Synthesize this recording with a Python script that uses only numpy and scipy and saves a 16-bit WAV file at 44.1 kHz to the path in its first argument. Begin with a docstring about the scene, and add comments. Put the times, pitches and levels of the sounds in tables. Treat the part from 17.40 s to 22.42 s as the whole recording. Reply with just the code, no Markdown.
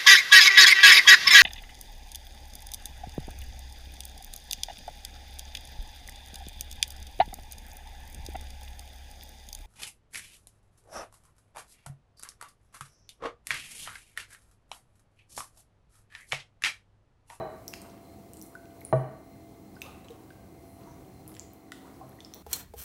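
"""Trapped air pops and ticks as thick sauce slides from a bowl onto leaves in a glass dish.
Each pop is a filtered snap of the film with a dying sine for the bubble; fat drips ring lower and softer.
The heap squelches in shaped noise, tiny bubbles crackle, and a hollow body is knocked nearby, as decaying
modes with a noise thud and a boom. A hard-walled kitchen reverberates through sparse random taps.
Under it all lie appliance hum in wavering tones and fuzz, noise for the air, and a distant rumble."""
import sys
import numpy as np
from scipy import signal
from scipy.fft import rfft, irfft
from scipy.io import wavfile
from scipy.ndimage import uniform_filter1d

SR = 44100
rng = np.random.default_rng(int(sys.argv[2]) if len(sys.argv) > 2 else 0)


def transcribe(u):
    """Save the signal u as a 16-bit wav file named by the first command-line argument.

    u: samples, shape (n,) or (channels, n), limited to [-1, 1]; the rate is SR.
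    q: integer samples, one column per channel.
    """
    v = np.clip(np.atleast_2d(u).T, -1, 1)
    q = np.round(v * 32767).astype(np.int16)
    wavfile.write(sys.argv[1], SR, q)


N = 221584

# Distant low rumble: (time [s], level [dB])
RUMBLE_LEVEL = [(0.0, -51), (0.4, -62), (2.2, -57.5), (2.9, -60), (3.9, -52), (4.17, -64), (4.64, -62),
                (5.02, -64.5)]
# Spectrum of the room air: (frequency [Hz], relative density [dB per Hz])
AIR_SPECTRUM = [(12, -60), (20, -66), (82, 3.5), (200, -14), (237, -8.5), (323, 2.5), (583, -10),
                (690, -9.5), (794, -9.5), (1470, -31.5), (2120, -24.5), (3140, -30), (4160, -29),
                (15200, -28.5), (16500, -21)]
AIR_DB = -53.5
# Appliance hum, before its slow variation:
# (frequency [Hz], tone level [dB rms], fuzz width [Hz], fuzz level [dB rms])
HUM_LINES = [(199.4, -78, 44, -60.5), (268.5, -63, 2.3, -76.5), (315, -67, 8.9, -65),
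             (678.2, -63, 5.3, -69.5), (756, -68.5, 8.1, -90.5), (2080, -79, 460, -77.5),
             (4160, -84, 170, -80), (5870, -88.5, 94, -91), (15654, -88, 200, -84)]
HUM_WAVER_DB, FUZZ_FLUTTER_DB = 2.2, 2.5  # rms of the slow tone swell and the faster fuzz swell
# Reverberation of the kitchen: (frequency [Hz], T60 [s], level [dB])
KITCHEN_DECAY = [(100, 0.46, 0.5), (620, 0.64, -9), (1560, 0.77, -2.5), (3000, 0.79, -1.5),
                 (6000, 0.35, -3), (10000, 0.51, 1), (15000, 0.37, -2)]
# Reflections from counter and walls: (delay [s], level [dB])
EARLY_ECHOES = [(.006, -9.5), (.0095, -26), (.017, -23)]
# Blows, the first just before the start: (time [s], blow level [dB], boom level [dB], glassy ring level [dB])
KNOCK_EVENTS = [(-.06, -19.5, -37, -39), (1.527, -21.5, -21, -58), (4.63, -53, -49, -84)]
# Modes of the knocked hollow body: (frequency [Hz], level re blow [dB], T60 [s])
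HOLLOW_MODES = [(67.6, -19.5, 0.1), (215.5, -10, 0.077), (371.4, -6, 0.11), (445, -1.5, 0.088),
                (519, -5.5, 0.12), (641.3, 5.5, 0.091), (759, 6, 0.028), (872, 2.5, 0.012),
                (1130, -5, 0.055), (1480, -14, 0.051), (1835, -12.5, 0.025), (2950, -31, 0.062)]
# Spectrum of the blow's noise: (frequency [Hz], relative density [dB per Hz])
THUD_SPECTRUM = [(60, -33), (300, -40), (700, 13), (1300, -31.5), (2200, -7), (5000, -51), (9000, -62)]
# Air resonance of the cupboard under the counter: (frequency [Hz], T60 [s], rise [s])
CUPBOARD_BOOM = (131.6, 0.32, 0.02)
# Dish shaken by the blow: (frequency [Hz], T60 [s], rise [s])
DISH_RING = (3990, 0.043, 0.0011)
# The heap slumps and squeezes sauce between the leaves: (time [s], squelch level at the top [dB])
SLUMP_EVENTS = [(.46, -56.5), (1.12, -67), (2.15, -82), (2.75, -67), (2.47, -55), (3.48, -58.5),
                (3.92, -64), (4.47, -59), (4.7, -64), (4.979, -64)]
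SLUMP_RISE_DB_PER_S, SLUMP_FALL_DB_PER_S, SEEP_DB = 174, 85, -67.5
# Spectrum of the squelch: (frequency [Hz], relative density [dB per Hz])
SQUELCH_SPECTRUM = [(300, 5.5), (600, 6.5), (850, 5), (1100, 8), (1500, -1), (2500, -15.5), (5000, -20)]
# Soft puffs of foam: (time [s], half length [s], centre [Hz], half width [octaves], level [dB])
FIZZ_PUFFS = [(3.322, 0.085, 10600, 0.35, -67), (3.515, 0.051, 6000, .12, -70.5)]
# Slow-starting tones: fat drips, and at 4.61 s two tones of the faint third knock: (time [s], peak level [dB],
# pitch [Hz])
DRIP_EVENTS = [(2.46, -49, 1213), (2.475, -52.5, 832), (2.701, -40.5, 455), (3.47, -50, 934),
               (4.444, -54, 940), (4.61, -41.5, 751), (4.611, -47, 1055)]
DRIP_T60_S = 0.064
# Air pockets bursting, and at 2.424 s a treble echo of the pop at 2.418 s: (time [s], ring peak level [dB],
# bubble pitch [Hz], ring T60 [s], snap peak level [dB], snap centre [Hz])
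POP_EVENTS = [(.28, -25.5, 5630, 0.004, -22.5, 13800), (.2865, -44, 14000, .003, -33, 9000),
              (0.3332, -41, 2633, 0.023, -47, 5300), (.338, -23.5, 2580, 0.0018, -22, 4670),
              (.3385, -44, 5250, .003, -40, 12000), (0.4173, -43, 8450, 0.013, -33, 10000),
              (0.9348, -39.5, 8800, 0.0052, -30.5, 10500), (0.941, -58, 2950, 0.019, -49, 3500),
              (0.971, -51, 4930, 0.0036, -33, 9000), (0.996, -55, 14000, .003, -37, 10600),
              (1.015, -35.5, 5870, 0.0037, -32, 12000), (1.025, -37, 14700, 0.004, -28, 10200),
              (1.047, -57, 4100, 0.0073, -56, 4500), (1.065, -48, 10000, .005, -38, 9000),
              (1.1523, -36.5, 1470, 0.027, -42, 7000), (1.256, -55, 2620, 0.0078, -48, 3550),
              (1.408, -48, 11500, 0.019, -46, 7100), (1.408, -56, 3960, .014, -60, 4000),
              (1.4155, -45, 2120, 0.012, -55, 3980), (1.4503, -28.5, 9500, 0.0071, -39, 8900),
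              (2.356, -51.5, 4950, .0066, -58, 5000), (2.366, -47.5, 1480, 0.026, -60, 3000),
              (2.4088, -48, 8200, 0.0089, -62, 8000), (2.418, -28, 2600, 0.0098, -26, 4170),
              (2.4185, -36, 14400, 0.0022, -32.5, 13000), (2.424, -34, 13500, .002, -38, 10000),
              (2.4596, -42, 2820, 0.0078, -44, 3940), (2.646, -56, 3900, 0.026, -46, 4500),
              (2.6848, -39.5, 3100, 0.0044, -43, 4640), (2.706, -51, 3760, 0.012, -40, 7600),
              (2.9045, -47.5, 1550, 0.038, -46, 3000), (3.878, -45, 10160, 0.0093, -28.5, 12700),
              (3.918, -52, 5000, .004, -54, 6000), (3.942, -63, 3500, 0.0037, -39, 5000),
              (3.951, -43.5, 7450, 0.0057, -44, 2480), (3.967, -45, 5400, 0.0048, -38, 2180),
              (3.9958, -25.5, 7000, 0.0027, -36, 6000), (4.021, -49, 5130, 0.0055, -56, 5500),
              (4.135, -41, 14300, .003, -41, 12000), (4.32, -33, 1910, 0.012, -30, 2580),
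              (4.32, -39, 1430, 0.02, -31, 7360), (4.694, -45, 11800, .003, -48, 12500),
              (4.788, -50, 1910, 0.024, -59, 3000), (4.805, -39.5, 3520, 0.01, -34, 4200),
              (4.848, -36.5, 5230, 0.0084, -39, 5000), (4.938, -34, 5650, 0.006, -34, 13300),
              (4.9381, -54, 2560, 0.0025, -30, 3480), (4.9455, -34, 15000, 0.0036, -37, 11100)]
SNAP_OCTAVES, SNAP_SKIRT_DB = 0.78, -25  # half width of a snap's colour at -6 dB; broad floor beneath it
RING_TO_ROOM_DB = -4.5  # the leaves muffle a bubble's ring before it reaches the walls
EDGE_HZ = 15800  # band limit of the recorder


def amp(db):
    """Level definition: an amplitude ratio is 10 to the power dB / 20."""
    return 10 ** (np.asarray(db) / 20)


def evened(x):
    """Normalization: a signal is divided by its root mean square."""
    return x / np.sqrt(np.mean(x ** 2) + 1e-20)


def read(points, hz):
    """Logarithmic interpolation: a table is read along a log-frequency axis."""
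    f, value = np.transpose(points)
    return np.interp(np.log(hz + 1), np.log(f + 1), value)


def octave_bell_db(hz, centre_hz, octaves):
    """Band-pass colour: level falls as the square of the distance in octaves, 6 dB at the half width."""
    return -6 * (np.log2(hz / centre_hz) / octaves) ** 2


def add(mix, s, sound):
    """Superposition: a sound is summed into the mix from time s."""
    part = mix[round(s * SR):][:len(sound)]
    part += sound[:len(part)]


def ring(hz, t60, rise_s, glide=0.):
    """Damped oscillation: a soft-started sine decays exponentially; glide raises its pitch as it dies."""
    t = np.arange(round(t60 * SR) + 64) / SR
    shape = (1 - np.exp(-t / rise_s)) * amp(-60 * t / t60)
    phase = 2 * np.pi * hz * t * (1 + glide * t / t60)
    return shape / shape.max() * np.sin(phase)


def noise(field_db):
    """Filtered Gaussian noise: random short-time spectra are weighted by field_db(hz)."""
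    hz = np.fft.rfftfreq(1024, 1 / SR)[:, None]
    frames = N // 256 + 5
    real, imag = rng.standard_normal((2, len(hz), frames))
    z = (real + 1j * imag) * amp(field_db(hz))
    z /= np.sqrt(np.mean(abs(z) ** 2))
    return signal.istft(z, nperseg=1024, noverlap=768)[1][:N]


def rumble():
    """Amplitude modulation: a band of low noise follows a slow level curve."""
    level_db = np.interp(np.arange(N) / SR, *np.transpose(RUMBLE_LEVEL))
    return amp(level_db) * evened(noise(lambda hz: octave_bell_db(hz + 1, 105, 0.71)))


def room_air():
    """Broadband noise: a fixed spectrum swells a little at random."""
    swell = evened(uniform_filter1d(rng.standard_normal(N), size=12000))
    return amp(AIR_DB + 1.4 * swell) * evened(noise(lambda hz: read(AIR_SPECTRUM, hz)))


def appliance_hum():
    """Line spectrum: wavering tones stand in resonance-shaped bands of fluttering noise."""
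    out = np.zeros(N)
    f, t = np.fft.rfftfreq(N, 1 / SR), np.arange(N) / SR
    white = rfft(rng.standard_normal(N))
    for hz, tone_db, width, fuzz_db in HUM_LINES:
        flutter = evened(signal.resample(rng.standard_normal(50), N))
        fuzz = evened(irfft(white / (1 + (2 * (f - hz) / width) ** 2), N))
        out += amp(fuzz_db + FUZZ_FLUTTER_DB * flutter) * fuzz
        waver = evened(signal.resample(rng.standard_normal(12), N))
        tone = evened(np.sin(2 * np.pi * (hz * t + rng.random())))
        out += amp(tone_db + HUM_WAVER_DB * waver) * tone
    return out


def kitchen(x):
    """Reverberation as convolution: early echoes, then sparse random taps that decay band by band."""
    taps = np.zeros(SR)
    at = np.arange(300, SR - 10, 10)
    taps[at + rng.integers(0, 10, len(at))] = rng.choice([-1., 1.], len(at))
    hz, t, z = signal.stft(taps, SR, nperseg=512)
    bands = np.array(KITCHEN_DECAY)
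    t60 = np.maximum(read(bands[:, [0, 1]], hz), .05)[:, None]
    level_db = read(bands[:, [0, 2]], hz)[:, None]
    # decay energy of one tap per 10 samples; dividing by it leaves level_db as each band's energy
    energy = SR / 10 * t60 * 10 * np.log10(np.e) / 60
    z *= amp(level_db - 60 * t / t60) / np.sqrt(energy)
    tail = signal.istft(z, SR, nperseg=512)[1]
    tail *= 1 - np.exp(-np.arange(len(tail)) / SR / 0.0047)  # the reverberation builds up
    for delay, db in EARLY_ECHOES:
        add(tail, delay, amp([db]))
    return signal.fftconvolve(x, tail)[:len(x)]


def knocks(lead):
    """Modal excitation: a blow gives a noise thud, body modes and a boom; time starts lead samples early."""
    body, boom = np.zeros((2, N + lead))
    t = np.arange(4096) / SR
    thuds = evened(noise(lambda hz: read(THUD_SPECTRUM, hz)))
    boom_hz, boom_t60, boom_rise = CUPBOARD_BOOM
    for k, (s, db, boom_db, glass_db) in enumerate(KNOCK_EVENTS):
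        at = s + lead / SR
        thud = thuds[k * len(t):][:len(t)]
        add(body, at, amp(db - 8.5 - 60 * t / 0.029) * thud)
        for hz, mode_db, t60 in HOLLOW_MODES:
            add(body, at, -amp(db + mode_db) * ring(hz, t60, rise_s=1.3 / hz))
        add(body, at, amp(glass_db) * ring(*DISH_RING))
        add(boom, at, amp(boom_db) * ring(boom_hz, boom_t60, boom_rise))
        # a weaker neighbour beats with it
        add(boom, at, amp(boom_db - 15.0) * ring(1.17 * boom_hz, boom_t60, boom_rise))
    return body, boom


def squeeze():
    """Exponential growth and decay: each slump rises fast and falls more slowly over a steady seep."""
    s, db = np.transpose(SLUMP_EVENTS)[:, :, None]
    since = np.arange(N) / SR - s
    drop_db = np.where(since < 0, -SLUMP_RISE_DB_PER_S * since, SLUMP_FALL_DB_PER_S * since)
    return amp(SEEP_DB) + amp(db - drop_db).sum(axis=0)


def squelch():
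    """Modulated noise: a low-middle band follows the squeeze with random lumps."""
    lumps = evened(uniform_filter1d(rng.standard_normal(N), size=900))
    return evened(noise(lambda hz: read(SQUELCH_SPECTRUM, hz))) * squeeze() * amp(1.4 * lumps)


def fizz():
    """Windowed noise: each puff of foam is a coloured hiss under a Gaussian envelope."""
    out = np.zeros(N)
    t = np.arange(N) / SR
    for s, half, centre_hz, octaves, db in FIZZ_PUFFS:
        hiss = evened(noise(lambda hz: octave_bell_db(hz + 1, centre_hz, octaves)))
        out += amp(db) * hiss * np.exp(-((t - s) / half) ** 2)
    return out


def crackle(per_s=120, level_db=-66, spread_db=3.5):
    """Random point process: tiny bubbles ring at random times, more strongly under the squeeze."""
    spread = np.minimum(rng.exponential(1, N), 4)
    bursts = rng.random(N) < per_s / SR
    size = amp(level_db + spread_db * spread) * bursts * evened(squeeze())
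    pitch = np.geomspace(1500, 14000, num=16)
    kind = rng.integers(0, len(pitch), N)
    out = np.zeros(N)
    for k, hz in enumerate(pitch):
        out += signal.oaconvolve(size * (kind == k), ring(hz, 12 / hz, rise_s=1e-4))[:N]
    return out


def drips():
    """Damped resonance: each fat drip, and each of the faint knock's two tones at 4.61 s, is a slow-starting
    damped sine of rising pitch."""
    out = np.zeros(N)
    for s, db, hz in DRIP_EVENTS:
        add(out, s, amp(db) * ring(hz, DRIP_T60_S, rise_s=0.014, glide=0.032))
    return out


def pops():
    """Impulse and resonance: the film snaps as coloured noise, and the bubble rings, gliding up."""
    snaps, rings = np.zeros((2, N))
    t = np.arange(128) / SR
    hz_axis = np.fft.rfftfreq(512, 1 / SR) + 1
    skirt = amp(SNAP_SKIRT_DB) * hz_axis / (hz_axis + 1500)
    for s, db, hz, t60, snap_db, snap_hz in POP_EVENTS:
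        grit = rng.standard_normal(len(t))
        burst = (t == 0) + 0.17 * grit * np.exp(-t / 0.001)  # one crack, then grit
        colour = amp(octave_bell_db(hz_axis, snap_hz, SNAP_OCTAVES)) + skirt
        snap = irfft(rfft(np.pad(burst, (64, 320))) * colour)
        # 64 samples early, to undo the padding in front
        add(snaps, s - 64 / SR, amp(snap_db) * snap / abs(snap).max())
        add(rings, s, amp(db) * ring(hz, t60, rise_s=0.04 * t60, glide=0.051))
    return snaps, rings


def scene():
    """Direct and reverberant fields: wet sounds and knocks excite the kitchen, over the background."""
    lead = SR // 10  # room for the blow before the start
    body, boom = knocks(lead)
    snaps, rings = pops()
    struck = body + np.pad(snaps + drips() + crackle(), (lead, 0))
    room = kitchen(struck + amp(RING_TO_ROOM_DB) * np.pad(rings, (lead, 0)))
    close = (struck + room + boom)[lead:] + rings + squelch() + fizz()
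    return (close + rumble() + room_air() + appliance_hum())[None]


def record(dry):
    """Band limitation: the deepest bass is removed and the recorder loses the highest treble."""
    thin = signal.sosfilt(signal.butter(2, 42, "highpass", fs=SR, output="sos"), dry)
    lowpass = signal.firwin(511, EDGE_HZ, window=("kaiser", 9), fs=SR)
    return signal.oaconvolve(thin, lowpass[None], "same")


dry = scene()
out = record(dry)
transcribe(out)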